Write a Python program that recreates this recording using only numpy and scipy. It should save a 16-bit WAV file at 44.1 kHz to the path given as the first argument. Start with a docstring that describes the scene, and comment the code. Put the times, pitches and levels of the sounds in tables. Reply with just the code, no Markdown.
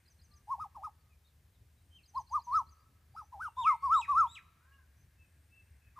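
"""At the edge of a field, a koel whoops from a tree in three bouts that grow louder and higher.
A myna whistles now and then, most over the last bout, and a small warbler repeats a three-note figure.
Each call is a gliding tone from the bird's syrinx; trunks and foliage scatter it. Far birds call faintly
and an insect trills with its wings. Under it all lie a low, humming rumble and a thin hiss,
which swell with the loud calls as a noise suppressor opens."""
import sys
import numpy as np
from scipy import signal
from scipy.fft import rfft, irfft, next_fast_len
from scipy.io import wavfile
from scipy.ndimage import uniform_filter1d, map_coordinates

SR = 44100
rng = np.random.default_rng(int(sys.argv[2]) if len(sys.argv) > 2 else 0)


def bounce(signal):
    """Save signal as a 16-bit WAV file at the path given by the first command-line argument."""
    frames = np.transpose(np.atleast_2d(signal))
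    limited = np.clip(frames, -1, 1)
    pcm = np.round(limited * 32767).astype(np.int16)
    wavfile.write(sys.argv[1], SR, pcm)


N = 264159

# Colours of the noise layers. Each row: frequency in Hz, relative density in dB.
RUMBLE_EQ = [(15, -55.5), (30, -33), (50, -7), (75, 0.5), (100, -5), (150, -13), (220, -22), (450, -33.5),
             (900, -42.5), (3000, -89.5)]
HISS_EQ = [(500, 6), (1800, 3), (3500, 0), (7000, -2), (15000, -2.5)]
TRILL_EQ = [(7000, -51.5), (8100, -11), (8650, 0.5), (8900, -10.5), (9400, -46)]
CHORUS_EQ = [(1100, -29.5), (1600, 1.5), (1950, -3), (2600, -5.5), (3500, -24)]
KOEL_RASP_EQ = [(700, -2.5), (1800, 1), (2400, 1.5), (3300, -14), (4500, -7.5), (5400, 5), (7200, -12.5),
                (10300, 0), (12000, -18.5), (14500, -14.5)]
# Stereo image of the bed. Each row: frequency in Hz, left-right likeness from 0 to 1.
STEREO_LIKENESS = [(70, 1), (300, 0.97), (1500, 0.53), (12000, 0.87)]
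# The insect's bursts. Each row: start in seconds, length in seconds, level in dB.
INSECT_TRILLS = [(-.1, 0.65, -86.5), (1.665, 0.73, -88), (3.352, .65, -86), (5.166, 0.68, -86.5)]
# Fader ride on the distant chorus. Each row: time in seconds, level in dB.
CHORUS_RIDE = [(0, -86), (1.3, -93), (4.7, -86), (5.6, -85), (6, -83)]
# Far calls. Each row: start and length in seconds, first and last pitch in Hz, level in dB.
FAR_SLURS = [(.285, .1, 1150, 1150, -77), (.99, .03, 4450, 4350, -85), (1.088, 0.054, 2550, 2295, -78.5),
             (1.536, 0.031, 3950, 3330, -82), (1.765, .035, 3900, 3650, -84), (2.73, 0.11, 4260, 4800, -87),
             (3.092, .14, 4430, 4900, -84), (3.199, 0.086, 5450, 6200, -81), (3.751, 0.17, 4050, 4870, -82),
             (4.715, 0.033, 2820, 2720, -75), (4.951, .095, 5650, 6200, -82.5),
             (5.17, 0.096, 2590, 2480, -73.5), (5.496, 0.13, 2590, 2580, -68.5),
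             (5.8, 0.099, 2540, 2470, -74)]
PEAFOWL_CRY = (4.56, .29, 410, 475, -81)  # a single row
# Throat tone of that cry. Each row: frequency in Hz, gain in dB.
PEAFOWL_EQ = [(500, -23), (1050, 0), (1550, 9.5), (2800, -30)]
# Cues for the warbler's figure. Each row: start in seconds, level in dB.
WARBLER_CUES = [(.05, -69), (.185, -68.5), (0.307, -68), (2.028, -67), (2.145, -65), (2.263, -66),
                (2.388, -65), (2.519, -66.5), (2.66, -69)]
# The figure. Each row: delay and length in seconds, first and last pitch in Hz, trim in dB.
WARBLER_NOTES = [(0, 0.025, 4530, 4030, -3), (0.026, 0.016, 5000, 4720, 0.5), (0.045, .036, 6680, 5700, -1)]
# The koel's calls. Each row: crest time in seconds, crest pitch in Hz, base level in dB, rise and fall
# in seconds, lead-in's head start in seconds (0 for none), its pitch in Hz, its trim in dB.
KOEL_WHOOPS = [ (.523, 1110, -33.3, .054, .048, 0, 0, 0), (.617, 1222, -43.3, .047, .064, 0, 0, 0),
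               (0.849, 1205, -42.3, .037, .054, .091, 1050, -4.5),
               (2.174, 1088, -33.2, .04, 0.047, 0, 0, 0), (2.356, 1230, -33.7, .056, 0.054, 0, 0, 0),
               (2.564, 1318, -33, 0.098, 0.068, .075, 980, -1.5), (3.183, 1300, -49, .046, .066, 0, 0, 0),
               (3.428, 1540, -42.5, .043, .073, .096, 1025, -2.5),
               (3.678, 1310, -29.5, .056, 0.091, .087, 1034.5, -3),
               (3.935, 1342, -29.7, 0.072, .093, 0.088, 1127.5, -2),
               (4.192, 1358, -29.6, .088, 0.09, 0.089, 1168.5, -1.5),
               (6.0, 1170, -47.5, .04, .06, .03, 1080, -3)]
# Soft whoops jump register. Each row: base level in dB, share of the full jump.
KOEL_CRACK = [(-40.5, 0.93), (-36, 0)]
# The koel's loudness follows its pitch. Each row: pitch in Hz, gain in dB.
KOEL_LOUDNESS = [(700, -33), (800, -20.5), (900, -13.5), (1100, -5), (1300, 0), (1600, -6)]
# The koel's overtones at full strain. 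Each row: frequency in Hz, level in dB.
KOEL_OVERTONES = [(1600, -80), (2500, -75.5), (3000, -85), (3800, -76.5), (4500, -84.5), (5300, -67.4),
                  (5900, -79.5), (6600, -75.5), (7400, -87), (9000, -81.5), (10200, -74), (11500, -90.5)]
# The myna's calls. Each row: start, hold and tumble in seconds, first, high and low pitch in Hz,
# drop time in seconds, final downward flick in Hz, levels of the high and low note in dB.
MYNA_WHISTLES = [ (1.24, .02, .014, 3750, 3720, 3650, .01, 0, -62, -64),
                 (1.266, .006, .042, 4300, 4300, 3200, 0.017, 0, -59, -76.5),
                 (1.908, .066, .058, 3100, 3140, 1990, 0.037, 3, -62.5, -78),
                 (3.432, 0.017, .075, 3800, 3800, 2680, .016, -0.5, -78, -71.5),
                 (3.56, 0.068, .115, 3400, 3676, 2050, .024, -0.5, -60, -52.3),
                 (3.924, .089, .053, 2185, 3850, 2530, 0.0033, 1200, -56, -48.5),
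                 (4.263, 0.089, .047, 2007, 3920, 2500, 0.0058, 1200, -58, -50.5)]
# Early reflections off near trunks. Each row: delay in seconds, gain in dB.
TRUNK_ECHOES = [(0.014, -27.5), (.027, -28.5), (.041, -28)]
# The grove's reverb. Each row: frequency in Hz, seconds to fall by 60 dB.
GROVE_DECAY = [(500, 0.46), (1300, 1.23), (4000, 1.1), (10000, 0.37)]


def amp(db):
    """Decibels to gain."""
    return 10 ** (np.asarray(db) / 20)


def unit(x):
    """x at rms 1."""
    return x / np.sqrt(np.mean(x ** 2) + 1e-20)


def ramp(x):
    """x held between 0 and 1."""
    return np.clip(x, 0, 1)


def arch(t, half_width):
    """A rounded crest of height 1 at t = 0, with long skirts."""
    return 1 / (1 + (t / half_width) ** 2)


def along(points, hz):
    """(Hz, value) points read on a log axis."""
    f, v = np.transpose(points)
    return np.interp(np.log(hz + 1), np.log(f), v)


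def filtered(x, response):
    """x through a frequency response."""
    m = next_fast_len(N + SR // 2)
    return irfft(rfft(x, m) * response(np.fft.rfftfreq(m, 1 / SR)), m)[..., :N]


def wobble(rate, count):
    """A smooth random modulator of count samples, rate knots a second."""
    knots = rng.standard_normal(int(count * rate / SR) + 4)
    return map_coordinates(knots, [np.arange(count) * rate / SR])


def noise(colour):
    """Coloured noise at rms 1."""
    return unit(filtered(rng.standard_normal(N), lambda hz: amp(along(colour, hz))))


def add(track, s, sound):
    """Mix a sound into the track from time s."""
    at = round(s * SR) + np.arange(len(sound))
    inside = (at >= 0) & (at < N)
    track[at[inside]] += sound[inside]


def stereo_noise(colour):
    """Noise from all around, as two close microphones hear it."""
    width = lambda hz: np.arccos(ramp(along(STEREO_LIKENESS, hz))) / 2
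    mid = filtered(noise(colour), lambda hz: np.cos(width(hz)))
    side = filtered(noise(colour), lambda hz: np.sin(width(hz)))
    return np.array([mid + side, mid - side])


def rumble_bed(rumble_db=-66.9, hiss_db=-76, hum_hz=75.7, hum_db=-70.5):
    """A far, fluttering rumble with a wavering hum in it, under an even hiss."""
    flutter_db = 2.6 * wobble(16, N)
    hum_gain = np.sqrt(2) * amp(hum_db + 2.5 * wobble(13, N))
    hum_pitch = hum_hz * (1 + .035 * wobble(12, N))
    hum = hum_gain * np.sin(2 * np.pi * np.cumsum(hum_pitch) / SR)
    rumble = amp(rumble_db + flutter_db) * stereo_noise(RUMBLE_EQ)
    return hum + rumble + amp(hiss_db) * stereo_noise(HISS_EQ)


def insect(beat_hz=50):
    """High trills of fast wing strokes, with pauses between."""
    gain = np.zeros(N)
    for s, length, db in INSECT_TRILLS:
        add(gain, s, amp(db) * signal.windows.tukey(int(length * SR), .3))
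    strokes = 1 + .59 * np.sin(2 * np.pi * beat_hz * np.arange(N) / SR)
    return gain * unit(strokes * noise(TRILL_EQ))


def syrinx(pitch, strength, jitter, count):
    """A bird's voice: harmonics of a slightly unsteady pitch; strength(k, Hz) gives each one's dB."""
    pitch = pitch * (1 + jitter * wobble(500, len(pitch)))
    phase = 2 * np.pi * np.cumsum(pitch) / SR
    return np.sqrt(2) * sum(amp(strength(k, k * pitch)) * (k * pitch < SR / 2) * np.sin(k * phase)
                            for k in range(1, count + 1))


def slur(length, first_hz, last_hz, jitter, bend=0, strength=lambda k, hz: 0, count=1):
    """A gliding note that swells and fades; bend arches it by a share of its pitch."""
    u = np.linspace(0, 1, max(8, int(length * SR)))
    swell = np.abs(np.sin(np.pi * u ** 1.3)) ** .8
    pitch = (first_hz + (last_hz - first_hz) * u) * (1 + bend * np.sin(np.pi * u))
    return swell * syrinx(pitch, strength, jitter, count)


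def far_birds():
    """Thin slurs, one peafowl-like cry and a blurred chorus from deep in the grove."""
    voice = np.zeros(N)
    for s, length, first_hz, last_hz, db in FAR_SLURS:
        jitter = 3e-6 * first_hz  # higher notes are less steady
        add(voice, s, amp(db) * slur(length, first_hz, last_hz, jitter, bend=.035))
    s, *cry, db = PEAFOWL_CRY
    throat = lambda k, hz: along(PEAFOWL_EQ, hz)
    add(voice, s, amp(db) * slur(*cry, jitter=.011, bend=.24, strength=throat, count=5))
    chorus_db = np.interp(np.arange(N) / SR, *np.transpose(CHORUS_RIDE)) + 2.3 * wobble(36, N)
    return voice + amp(chorus_db) * noise(CHORUS_EQ)


def warbler():
    """Three quick falling notes, each starting higher than the last and never twice alike."""
    voice = np.zeros(N)
    for s, db in WARBLER_CUES:
        for delay, length, first_hz, last_hz, trim_db in WARBLER_NOTES:
            detune = 1 + .008 * rng.standard_normal()
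            accent_db = 1.2 * rng.standard_normal()
            note = slur(length, detune * first_hz, detune * last_hz, jitter=.019)
            add(voice, s + delay, amp(db + trim_db + accent_db) * note)
    return voice


def whoop(crest_hz, db, rise, fall, lead, lead_hz, lead_db,
          slack_hz=706, break_hz=1028, jump_hz=113, glide_s=.005, attack_s=.02, release_s=.021):
    """An arch of pitch, often led by a lower one. Gives start relative to the crest, pitch and gain."""
    crack = np.interp(db, *np.transpose(KOEL_CRACK))
    lead_width = .05 - .022 * crack  # seconds; cracking tightens the lead-in
    t = np.arange(-(lead + .5 * lead_width) if lead else -rise, fall, 1 / SR)
    lift = (crest_hz - slack_hz) * arch(t, np.where(t < 0, .51 * rise, .57 * fall))
    if lead:
        lift = np.maximum(lift, (lead_hz - slack_hz) * arch(t + lead, lead_width))
        db = db + lead_db * ramp(-t / lead)
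    pitch = slack_hz + uniform_filter1d(lift, int(glide_s * SR), mode="nearest")
    gate = ramp((t - t[0]) / attack_s) * ramp((fall - t) / release_s)
    # loudness trails pitch, and swings less in a cracked whoop
    lagged_pitch = np.interp(t - .0018, t, pitch)
    swing_db = along(KOEL_LOUDNESS, lagged_pitch) * (1 - .32 * crack)
    # near the register break the pitch snaps away to either side
    over_hz = pitch - break_hz
    jump = jump_hz * np.tanh(over_hz / 25.2) * np.exp(-(over_hz / 257) ** 2)
    return t[0], pitch + crack * jump, gate * amp(db + swing_db)


def koel(rasp_db=-70.2, full_db=-29, full_hz=1350):
    """Nearly pure whoops that crack when sung softly; overtones and rasp grow with strain."""
    voice, strain = np.zeros(N), np.zeros(N)
    for crest_s, *shape in KOEL_WHOOPS:
        start, pitch, gain = whoop(*shape)
        level_db = 20 * np.log10(np.maximum(gain, 1e-6))
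        # strain rises with both air pressure and pitch
        strain_db = .36 * (level_db - full_db) + 36 * np.log(pitch / full_hz)
        flutter = lambda: 4.5 * wobble(110, len(pitch))
        strength = lambda k, hz: (0 if k == 1 else
                                  along(KOEL_OVERTONES, hz) + strain_db - level_db + flutter())
        # at low pressure the membranes beat unevenly
        rough = np.interp(level_db, [-53, -46, -38], [.33, .09, .008])
        tone = syrinx(pitch, strength, jitter=.003 + .06 * rough, count=10)
        add(voice, crest_s + start, gain * (1 + rough * wobble(350, len(pitch))) * tone)
        add(strain, crest_s + start, amp(strain_db))
    return voice + amp(rasp_db + 2 * wobble(120, N)) * strain * noise(KOEL_RASP_EQ)


def whistle(hold, tumble, first_hz, high_hz, low_hz, drop, flick_hz, high_db, low_db,
            scoop_s=.015, flick_s=.027, settle_s=.024, swell_s=.021, attack_s=.005, release_s=.036):
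    """Pitch and gain of a whistle: scoop up, hold, drop to the low note, perhaps flick down."""
    t = np.arange(0, hold + tumble, 1 / SR)
    remaining = t[-1] - t
    fallen = 1 - np.exp(-np.maximum(t - hold, 0) / drop)
    high = high_hz + (first_hz - high_hz) * np.exp(-t / scoop_s)
    pitch = high + (low_hz - high) * fallen - flick_hz * ramp(1 - remaining / flick_s)
    # the wider the scoop, the shakier the onset
    quaver = .2 * (high_hz - first_hz) * np.exp(-t / settle_s) * wobble(170, len(t))
    db = high_db + (low_db - high_db) * fallen - 20.5 * np.exp(-t / swell_s)  # starts soft, fills out
    return pitch + quaver, amp(db) * ramp(t / attack_s) * ramp(remaining / release_s)


def myna(octave_db=-9, third_db=-30, dull_db=-24, rasp_db=-22):
    """Whistles that hold a clear high note and tumble; the octave shines only on the high note."""
    voice, effort = np.zeros(N), np.zeros(N)
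    for s, *shape in MYNA_WHISTLES:
        pitch, gain = whistle(*shape)
        tumble = ramp((3700 - pitch) / 1500)
        # the voice dulls and roughens as it falls; soft whistles are purer
        dull = dull_db * tumble + 10 * np.log10(np.clip(gain / amp(-59), 1e-6, 1))
        flutter = lambda: 2.5 * wobble(170, len(pitch))
        strength = lambda k, hz: (0, octave_db + dull, third_db + dull)[k - 1] + flutter()
        add(voice, s, gain * syrinx(pitch, strength, jitter=.005 + .006 * tumble, count=3))
        add(effort, s, gain)
    rasp = noise([(1200, -16.5), (2500, -5.5), (9000, -3.5), (13000, -27)])
    return voice + amp(rasp_db) * effort * rasp


def among_trees(x, leaves_db, grove_db, leaves_t60_s=.17):
    """The direct sound, echoes of near trunks, a short scatter from leaves and the grove's long tail."""
    t = np.arange(SR) / SR
    trunks = lambda hz: sum(amp(db) * np.exp(-2j * np.pi * hz * delay) for delay, db in TRUNK_ECHOES)
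    near = filtered(x, lambda hz: 1 + trunks(hz))
    diffuse = lambda: rng.standard_normal(SR) + .5 * rng.standard_normal((2, SR))
    scatter = diffuse() * amp(-60 * t / leaves_t60_s) * ramp(t / .008)
    hz, age, bands = signal.stft(diffuse(), SR, nperseg=256)
    decay = amp(-60 * age / along(GROVE_DECAY, hz)[:, None])
    tail = signal.istft(bands * decay, SR, nperseg=256)[1][:, :SR]
    impulse = (amp(leaves_db) * unit(scatter) + amp(grove_db) * unit(tail)) / np.sqrt(SR)
    return near + signal.fftconvolve(x[None], impulse, axes=1)[:, :N]


def scene():
    """The farther the bird, the wetter its sound; birds and bed sit slightly left, the insect centre."""
    birds = among_trees(koel(), leaves_db=-16.8, grove_db=-28.5)
    birds += among_trees(myna(), leaves_db=-5.5, grove_db=-18.5)
    birds += among_trees(warbler(), leaves_db=-9.5, grove_db=-13)
    birds += among_trees(far_birds(), leaves_db=0, grove_db=-12.5)
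    return (birds + rumble_bed()) * amp([[.5], [-.5]]) + insect()


def record(dry, shut_db=-62, open_db=-35, lift_db=7, top_hz=15200):
    """A noise suppressor opens on loud calls, so the bed swells with them; then a hard high cut."""
    sidechain = filtered(dry.mean(axis=0), lambda hz: hz > 500)
    level_db = 10 * np.log10(np.abs(uniform_filter1d(sidechain ** 2, size=SR // 30)) + 1e-12)
    gain_db = np.interp(level_db, [shut_db, open_db], [0, lift_db])
    gain = amp(uniform_filter1d(gain_db, size=SR // 50))
    return filtered(dry * gain, lambda hz: hz < top_hz)


dry = scene()
out = record(dry)
bounce(out)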